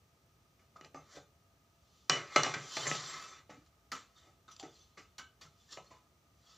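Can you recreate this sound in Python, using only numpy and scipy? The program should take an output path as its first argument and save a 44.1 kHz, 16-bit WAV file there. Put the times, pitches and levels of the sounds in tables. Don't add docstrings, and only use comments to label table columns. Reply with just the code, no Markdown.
import sys
import numpy as np
from scipy import signal
from scipy.fft import rfft, irfft
from scipy.io import wavfile
from scipy.ndimage import uniform_filter1d

SR = 44100
rng = np.random.default_rng(int(sys.argv[2]) if len(sys.argv) > 2 else 0)


def field_ratio(decibels):
    return 10 ** (np.asarray(decibels, dtype=float) / 20)


def int16_out(signal):
    q = np.round(np.clip(np.atleast_2d(signal).T, -1, 1) * 32767)
    wavfile.write(sys.argv[1], SR, q.astype(np.int16))


N = 290028


def rms_one(x):
    return x / np.sqrt(np.mean(x ** 2) + 1e-30)


def band(x, low_hz, high_hz):
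    return signal.sosfilt(signal.butter(2, [low_hz, high_hz], "band", fs=SR, output="sos"), x)


def ring(x, hz, t60):
    radius = field_ratio(-60 / (t60 * SR))
    angle = 2 * np.pi * hz / SR
    return signal.lfilter([0, np.sin(angle)], [1, -2 * radius * np.cos(angle), radius ** 2], x)


def wander(per_s):
    knots = rng.standard_normal(200)
    return np.interp(np.arange(N) * per_s / SR, np.arange(200), knots)


def grains(per_s, spread_db):
    sizes = field_ratio(spread_db * np.minimum(rng.exponential(1, N), 4.5))
    signs = rng.choice([-1, 1], N)
    return rms_one(sizes * signs * (rng.random(N) < per_s / SR))


def crack(force, low_hz, high_hz):
    return band(force, low_hz, high_hz) / np.sqrt(2 * (high_hz - low_hz) / SR)


def spread(level_db, focus):
    away = np.arange(4)[:, None] - focus
    loss_db = np.where(away < 0, 12.5, 7.5)
    rounding = 0.4
    return field_ratio(level_db - (np.hypot(away, rounding) - rounding) * loss_db)


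def levels(strokes):
    gain, t = np.zeros((4, N)), np.arange(N) / SR
    for s, level_db, focus, rise_s, fall_s in strokes:
        at = slice(max(round((s - 2 * rise_s) * SR), 0), round((s + 2 * fall_s) * SR))
        loss_db = 30 * np.maximum((s - t[at]) / rise_s, (t[at] - s) / fall_s)
        gain[:, at] += spread(level_db - loss_db, focus)
    return uniform_filter1d(gain, size=400, axis=1)


def sudden(rows):
    return [(s, level_db, focus, 0.012, fall_s) for s, level_db, focus, fall_s in rows]


# low edge in Hz, high edge in Hz, level of the unrung crack in dB.
REGISTERS = [(120, 260, -3), (260, 900, 0), (900, 2250, .5), (2500, 8000, 1)]


def contacts(events):
    force, age = np.zeros((4, N)), np.arange(5000) / SR
    grit = grains(14000, spread_db=-2.0)
    register = np.arange(4)
    counter_loss_db = 5 * (register == 0)
    for s, top_db, focus, narrow_db, chatter_s in events:
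        at = round(s * SR)
        envelope = np.exp(-age / max(chatter_s, 3e-4)) * (1 - np.exp(-age / 0.0006))
        burst = grit[at:at + len(age)] * envelope
        peaks_db = top_db - narrow_db * (register - focus) ** 2 - counter_loss_db
        for f, peak_db, (low_hz, high_hz, _) in zip(force, peaks_db, REGISTERS):
            f[at:at + len(age)] += field_ratio(peak_db + 1.0) * burst / np.abs(crack(burst, low_hz, high_hz)).max()
    return force


def notes(rows, t60):
    out, age = np.zeros(N), np.arange(SR // 3) / SR
    for s, hz, db in rows:
        at = round(s * SR)
        note = rms_one(ring(rng.standard_normal(len(age)), hz, 0.075))
        out[at:at + len(age)] += (field_ratio(db - 60 * age / t60) * note)[:N - at]
    return out


def coloured(spectrum):
    hz, level_db = np.transpose(spectrum)
    grid = np.log(np.fft.rfftfreq(N, 1 / SR) + 1)
    gain = field_ratio(np.interp(grid, np.log(hz), level_db))
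    return rms_one(irfft(rfft(rng.standard_normal(N)) * gain, N))


# frequency in Hz, density in dB per Hz.
HUSH = [(18, -76), (30, -44.5), (56, -2), (85, 0.5), (292, -14), (389, -14), (492, -16.5), (639, -17),
        (691, -25), (787, -17.5), (1260, -25.5), (1550, -24.5), (5170, -27.5), (8280, -33), (15500, -41)]
# frequency in Hz, density in dB per Hz.
HUSH_SIDE = [(15, -50), (25, -18), (120, -7), (263, -7.5), (309, -11), (1260, -7), (1560, -8.5),
             (14800, -23.5), (16000, -22)]
# centre in Hz, width in Hz, level in dB.
HUMS = [(675.2, 22, -85), (1236, 85, -81), (5960, 860, -87), (7200, 500, -96.5), (14940, 1800, -87)]


def hush():
    mid = field_ratio(-70.5) * coloured(HUSH)
    for hz, width_hz, level_db in HUMS:
        hum = band(rng.standard_normal(N), hz - width_hz / 2, hz + width_hz / 2)
        mid = mid + field_ratio(level_db) * rms_one(hum)
    return mid + field_ratio(-78.5) * coloured(HUSH_SIDE) * np.array([[1], [-1]])


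# start in seconds, peak in dB, focus register,
# narrowness in dB per register squared, chatter time in seconds.
RATTLES = [
    (0.591, -63, 2.0, 2.5, 0.0375),
    (3.494, -42.5, .9, 8.5, 0.0107),
    (3.917, -30, 2.567, 4.5, 0.0157),
    (3.948, -46.5, 2.41, 4.5, 0.014),
    (4.478, -62, 2.64, 0.5, 0.0116),
    (4.512, -49, 3.27, 10, 0.0195),
    (4.973, -45, 1.63, 13.5, 0.0227),
    (5.181, -36.5, 3.1, 7, 0.0153),
    (5.411, -48, 3.24, 3.5, 0.0283),
]


def rattles():
    return contacts(RATTLES)


# start in seconds, frequency in Hz, level in dB.
PINGS = [(.755, 644.7, -57), (.76, 1251, -48.5), (.947, 1212, -47), (.96, 6170, -61), (2.1, 734.6, -36),
         (2.1, 2967, -28.5), (2.36, 576.4, -29), (2.36, 807, -50.5), (2.87, 7216, -32), (2.87, 6323, -35),
         (3.17, 195, -61), (3.497, 480, -59), (3.92, 1306, -37.5), (4.48, 1273, -52), (4.48, 3675, -62),
         (4.51, 5950, -53), (4.597, 784, -50.5), (4.63, 367.3, -42), (4.8, 3474, -68), (4.975, 1278, -53),
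         (5.05, 2888, -69.5), (5.185, 1279, -49), (5.183, 2235, -51), (4.976, 2054, -58),
         (5.413, 2350, -65), (5.45, 1332, -56), (5.6, 3504, -67.5), (5.69, 1760, -62.5),
         (5.775, 989, -52.5)]


def pings():
    return notes(PINGS, t60=0.13)


# start in seconds, peak in dB, focus register,
# narrowness in dB per register squared, chatter time in seconds.
TAPS = [(0.762, -63, 2.35, 0.5, 0.0041), (0.846, -45.5, 2.62, 5.5, 0.00296),
        (1.165, -40.5, 0.854, 10.5, 0.0075), (2.096, -11.5, 3.237, 2.5, 0.001895),
        (2.36, -9.5, 2.044, 6, 0.00343), (2.433, -18.5, 2.95, 5, 0.00215), (2.465, -24, 1.07, 9, 0.00234),
        (2.539, -26, 2.3, 8.5, 0.00616), (2.767, -24.5, 2.1, 5.5, 0.0061), (2.855, -33, 1.5, 2.28, 0.0083),
        (2.867, -26.5, 2.23, 4.5, 0.0063), (2.914, -18.5, 1.72, 14.0, 0.00078),
        (2.947, -31.5, 1.56, 10.5, 0.0045)]


def taps():
    return contacts(TAPS)


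# peak time in
# seconds, level in dB, focus register, time of a 30 dB rise in seconds, time of a 30 dB fall in seconds
RUBS = [(.616, -73.5, 1.6, -3.02, .15), (.86, -58, 1.2, .13, 0.0476), (1.17, -53, 1.2, .07, .09),
        (1.165, -61, 3.2, .1, .06), (1.12, -63.5, 2.32, 0.1461, 0.0767),
        (1.97, -71, 3.5, .45, .6)  , (2.35, -48.5, 2.24, 0.1288, 0.5343), (3.678, -73.5, 3.05, 0.06, 0.01),
        (4.27, -65, .9, .1, .12), (4.52, -60.5, 2.64, -0.22, 0.05), (4.77, -68, 3.2, .25, .35),
        (4.18, -65, 2.47, .07, .22), (5.95, -63.5, 2.3, 0.0335, -0.0383), (5.62, -72, 3.22, 0.19, 0.25),
        (5.728, -50, 2.73, 0.0513, 0.0728), (5.85, -70, 2.31, 0.08, .2), (6.5, -66, 2.634, 0.2132, 1)]
# start in seconds, level in dB, focus register,
# time to lose 30 dB in seconds.
DRAGS = [(.765, -63, 2.43, 0.03), (.95, -53, .8, .15), (3.5, -54, 1.503, 0.1578),
         (3.955, -51.5, 2.14, 0.1566), (4.485, -63.5, 2.24, 0.12), (4.6, -50.5, 3, 0.0327),
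         (4.632, -48, 0.94, 0.0982), (4.978, -55.5, 2.17, 0.1143), (5.195, -54.5, 2.2, 0.069),
         (5.417, -57, 1.9, 0.0865), (5.776, -49.5, 0.887, 0.0525), (5.91, -59, 1.274, 0.1562)]


def hands():
    return levels(RUBS + sudden(DRAGS)) * grains(9000, spread_db=2.5)


# start in seconds, peak in dB, focus register,
# narrowness in dB per register squared.
TICKS = [
    (0.81, -43, 1.7, 4.0),
    (0.945, -41.5, 0.78, 1.5),
    (3.662, -59, 2.8, 4.5),
    (4.564, -42, 3.43, 6.5),
    (4.597, -35, 3.35, 18),
    (4.628, -45.5, 0.54, 0),
    (5.462, -54.5, 2.63, 4.5),
    (5.772, -39.5, 1.27, 2.5),
    (5.908, -52, 1.27, 9.5),
]


def ticks():
    return contacts([(*tick, 0.00134) for tick in TICKS])


# start in seconds, frequency in Hz, peak in dB.
THUDS = [(.85, 260.3, -58), (.95, 280, -46), (1.164, 290, -47), (2.104, 125, -39.5), (2.375, 119.3, -36),
         (2.79, 130, -42.5), (3.497, 205.2, -50), (4.269, 336.4, -60), (4.64, 259, -54.5),
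         (4.99, 296.6, -55), (5.44, 151, -55), (5.78, 198, -58)]


def thuds():
    out, age = np.zeros(N), np.arange(SR // 4) / SR
    rise_s, t60_s = 0.011, 0.12
    for s, hz, db in THUDS:
        at = round(s * SR)
        envelope = field_ratio(db - 60 * age / t60_s) * (1 - np.exp(-age / rise_s))
        out[at:at + len(age)] += envelope * np.sin(2 * np.pi * hz * age)
    return out


def glints(force):
    t60_s, count = 0.045, 16
    pitches = np.geomspace(3100, 7500, count) * rng.uniform(0.98, 1.02, count)
    unit = np.sqrt(t60_s * SR / 27.6 * count)
    rung = sum(ring(force * field_ratio(5.5 * wander(28)) + 1e-18, hz, t60_s) for hz in pitches)
    return field_ratio(-7.5) / unit * rung


# start in seconds, frequency in Hz, level in dB.
SINGS = [(2.1, 152, -44.5), (2.37, 152.4, -41), (2.56, 142.7, -46.5), (3.07, 7567, -50),
         (3.12, 2085, -49.5), (3.55, 288.3, -54.5), (3.925, 263.8, -50.5), (4.16, 3648, -65),
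         (4.6, 7200, -68), (4.72, 4836, -73), (4.75, 4225, -71), (4.79, 6120, -65.5), (5.182, 2973, -54.5),
         (5.19, 1546, -50.5), (5.19, 250, -62.5), (5.85, 5900, -74.5), (5.86, 4300, -67),
         (5.91, 1001, -58.5), (6.46, 3350, -68.5), (6.48, 5140, -68.5)]


def sings():
    return notes(SINGS, t60=0.23)


# start in seconds, level in dB, focus register,
# time to lose 30 dB in seconds.
SHIVERS = [
    (2.106, -31, 1.7, 0.2229),
    (2.368, -28.5, 1.88, 0.1612),
    (2.44, -34.5, 1.676, 0.2413),
    (2.545, -46.5, 1.57, 0.2334),
    (2.775, -44, 0.523, 0.421),
    (2.87, -43.5, 0.547, 0.248),
]


def shivers():
    return levels(sudden(SHIVERS)) * grains(9000, spread_db=1.5) * field_ratio(-1.5)


# time in seconds, pressure in dB, focus register.
SLIDE = [
    (2.58, -55.5, 2.83),
    (2.66, -49.5, 2.475),
    (2.76, -43, 2.79),
    (2.87, -37.5, 2.437),
    (2.95, -38, 2.425),
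    (3.02, -45, 2.417),
    (3.14, -43.5, 2.289),
    (3.391, -57.5, 2.07),
    (3.442, -73, 1.61),
]


def slide():
    s, pressure_db, focus = np.transpose(SLIDE)
    t = np.arange(N) / SR
    push = spread(np.interp(t, s, pressure_db, -200, -200), np.interp(t, s, focus))
    return push * grains(7000, spread_db=2.7) * field_ratio(-4)


def body(force, modes, low_hz, high_hz, crack_db):
    click = signal.unit_impulse(SR // 2)
    power, rung = 0, 0
    for hz, db, t60 in modes:
        power = power + np.sum((field_ratio(db) * ring(click, hz, t60)) ** 2)
        rung = rung + field_ratio(db) * ring(force * field_ratio(3.8 * wander(22)) + 1e-18, hz, t60)
    rung = band(rung, low_hz / 1.5, high_hz * 1.757) / np.sqrt(power)
    return 0.541 * (rung + field_ratio(crack_db) * crack(force, low_hz, high_hz))


# frequency in Hz, level in dB, t60 in seconds.
COUNTER = [(125, -8, 0.24), (152, 1.5, 0.19), (187, -4, 0.12)]
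# frequency in Hz, level in dB, t60 in seconds.
PLATE = [(308, -6, 0.09), (387, -2.5, 0.064), (443.6, -2.5, 0.15), (507, -6.5, 0.095), (586, -2.5, 0.13),
         (672, 3.5, .07), (752.4, 5, 0.11), (865.3, 13, 0.03)]
# frequency in Hz, level in dB, t60 in seconds.
WALLS = [(951.2, -1, 0.017), (1185, -9.5, 0.045), (1229.6, -10, 0.11), (1289.7, -6.5, 0.14),
         (1313.9, -2, 0.11), (1466.4, -10.5, .1), (1570.5, -15, 0.2), (1774, -11.5, 0.041),
         (1922.2, -6.5, 0.045), (1994, -6, 0.083), (2124.8, -4.5, .07), (2189.5, -10, .07),
         (2444.3, -3, 0.032), (2350, -8, .06), (2633, -9.5, 0.1), (2892, -7, 0.078), (3240, -23, .06)]
# frequency in Hz, level in dB, t60 in seconds.
TEETH = [(3532, -8.5, 0.065), (3702, -1, 0.024), (4129, -1, 0.028), (4432, 0, 0.023), (4634, -2.5, .04),
         (4989, 2, 0.022), (5400, -4, 0.017), (5781, 7.5, 0.01), (5965, -7.5, 0.043), (6125, -5, 0.027),
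         (6356, -8, 0.03), (6460, -12.5, .03), (7167, -6.5, 0.056), (7130, -9, 0.011), (7285, -8.5, 0.014)]


def bodies(force):
    parts = zip(force, (COUNTER, PLATE, WALLS, TEETH), REGISTERS)
    return sum(body(f, modes, *register) for f, modes, register in parts)


# frequency in Hz, t60 in seconds.
KITCHEN = [(150, 0.36), (400, 0.31), (1200, 0.2757), (3000, 0.282), (7000, 0.2343)]


def kitchen(x):
    age = np.arange(round(0.6 * SR)) / SR
    white = rng.standard_normal((2, len(age)))
    tail = sum(band(white, hz / 1.6, hz * 1.6) * field_ratio(-60 * age / t60) for hz, t60 in KITCHEN)
    tail = tail * (1 - np.exp(-age / 0.0058))
    return signal.fftconvolve(x[None], tail / np.sqrt(np.sum(tail[0] ** 2)), axes=1)[:, :N]


def microphone(x, fine):
    x = signal.sosfilt(signal.butter(4, 108, "high", fs=SR, output="sos"), x)
    main = signal.sosfilt(signal.cheby2(8, 45, 9200, fs=SR, output="sos"), x)
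    port = field_ratio(-18) * band(fine, 8200, 11500)
    air = field_ratio(-15) * band(band(fine, 14300, 16200), 14300, 16200)
    return main + port + air


def scene():
    knocks, rattling = taps() + ticks(), rattles()
    rubbing, shiver = slide() + hands(), shivers()
    near = bodies(knocks + rattling + rubbing + shiver)
    near = near + pings() + sings() + thuds() + glints(rubbing[3])
    room, across = kitchen(near)
    fine = field_ratio(-4) * knocks[3] + field_ratio(5.5) * rattling[3]
    fine = fine + rubbing[3] * field_ratio(2.9 * wander(13)) + field_ratio(-6) * shiver[3]
    heard = near + field_ratio(-8) * room + field_ratio(-45.0) * across * np.array([[1], [-1]])
    return microphone(heard, fine) + hush()


def top_cut(x):
    return signal.sosfilt(signal.butter(12, 16460, fs=SR, output="sos"), x)


def record(dry):
    mix = signal.sosfilt(signal.cheby2(10, 36, 15800, fs=SR, output="sos"), dry)
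    return top_cut(mix)


dry = scene()
out = record(dry)
int16_out(out)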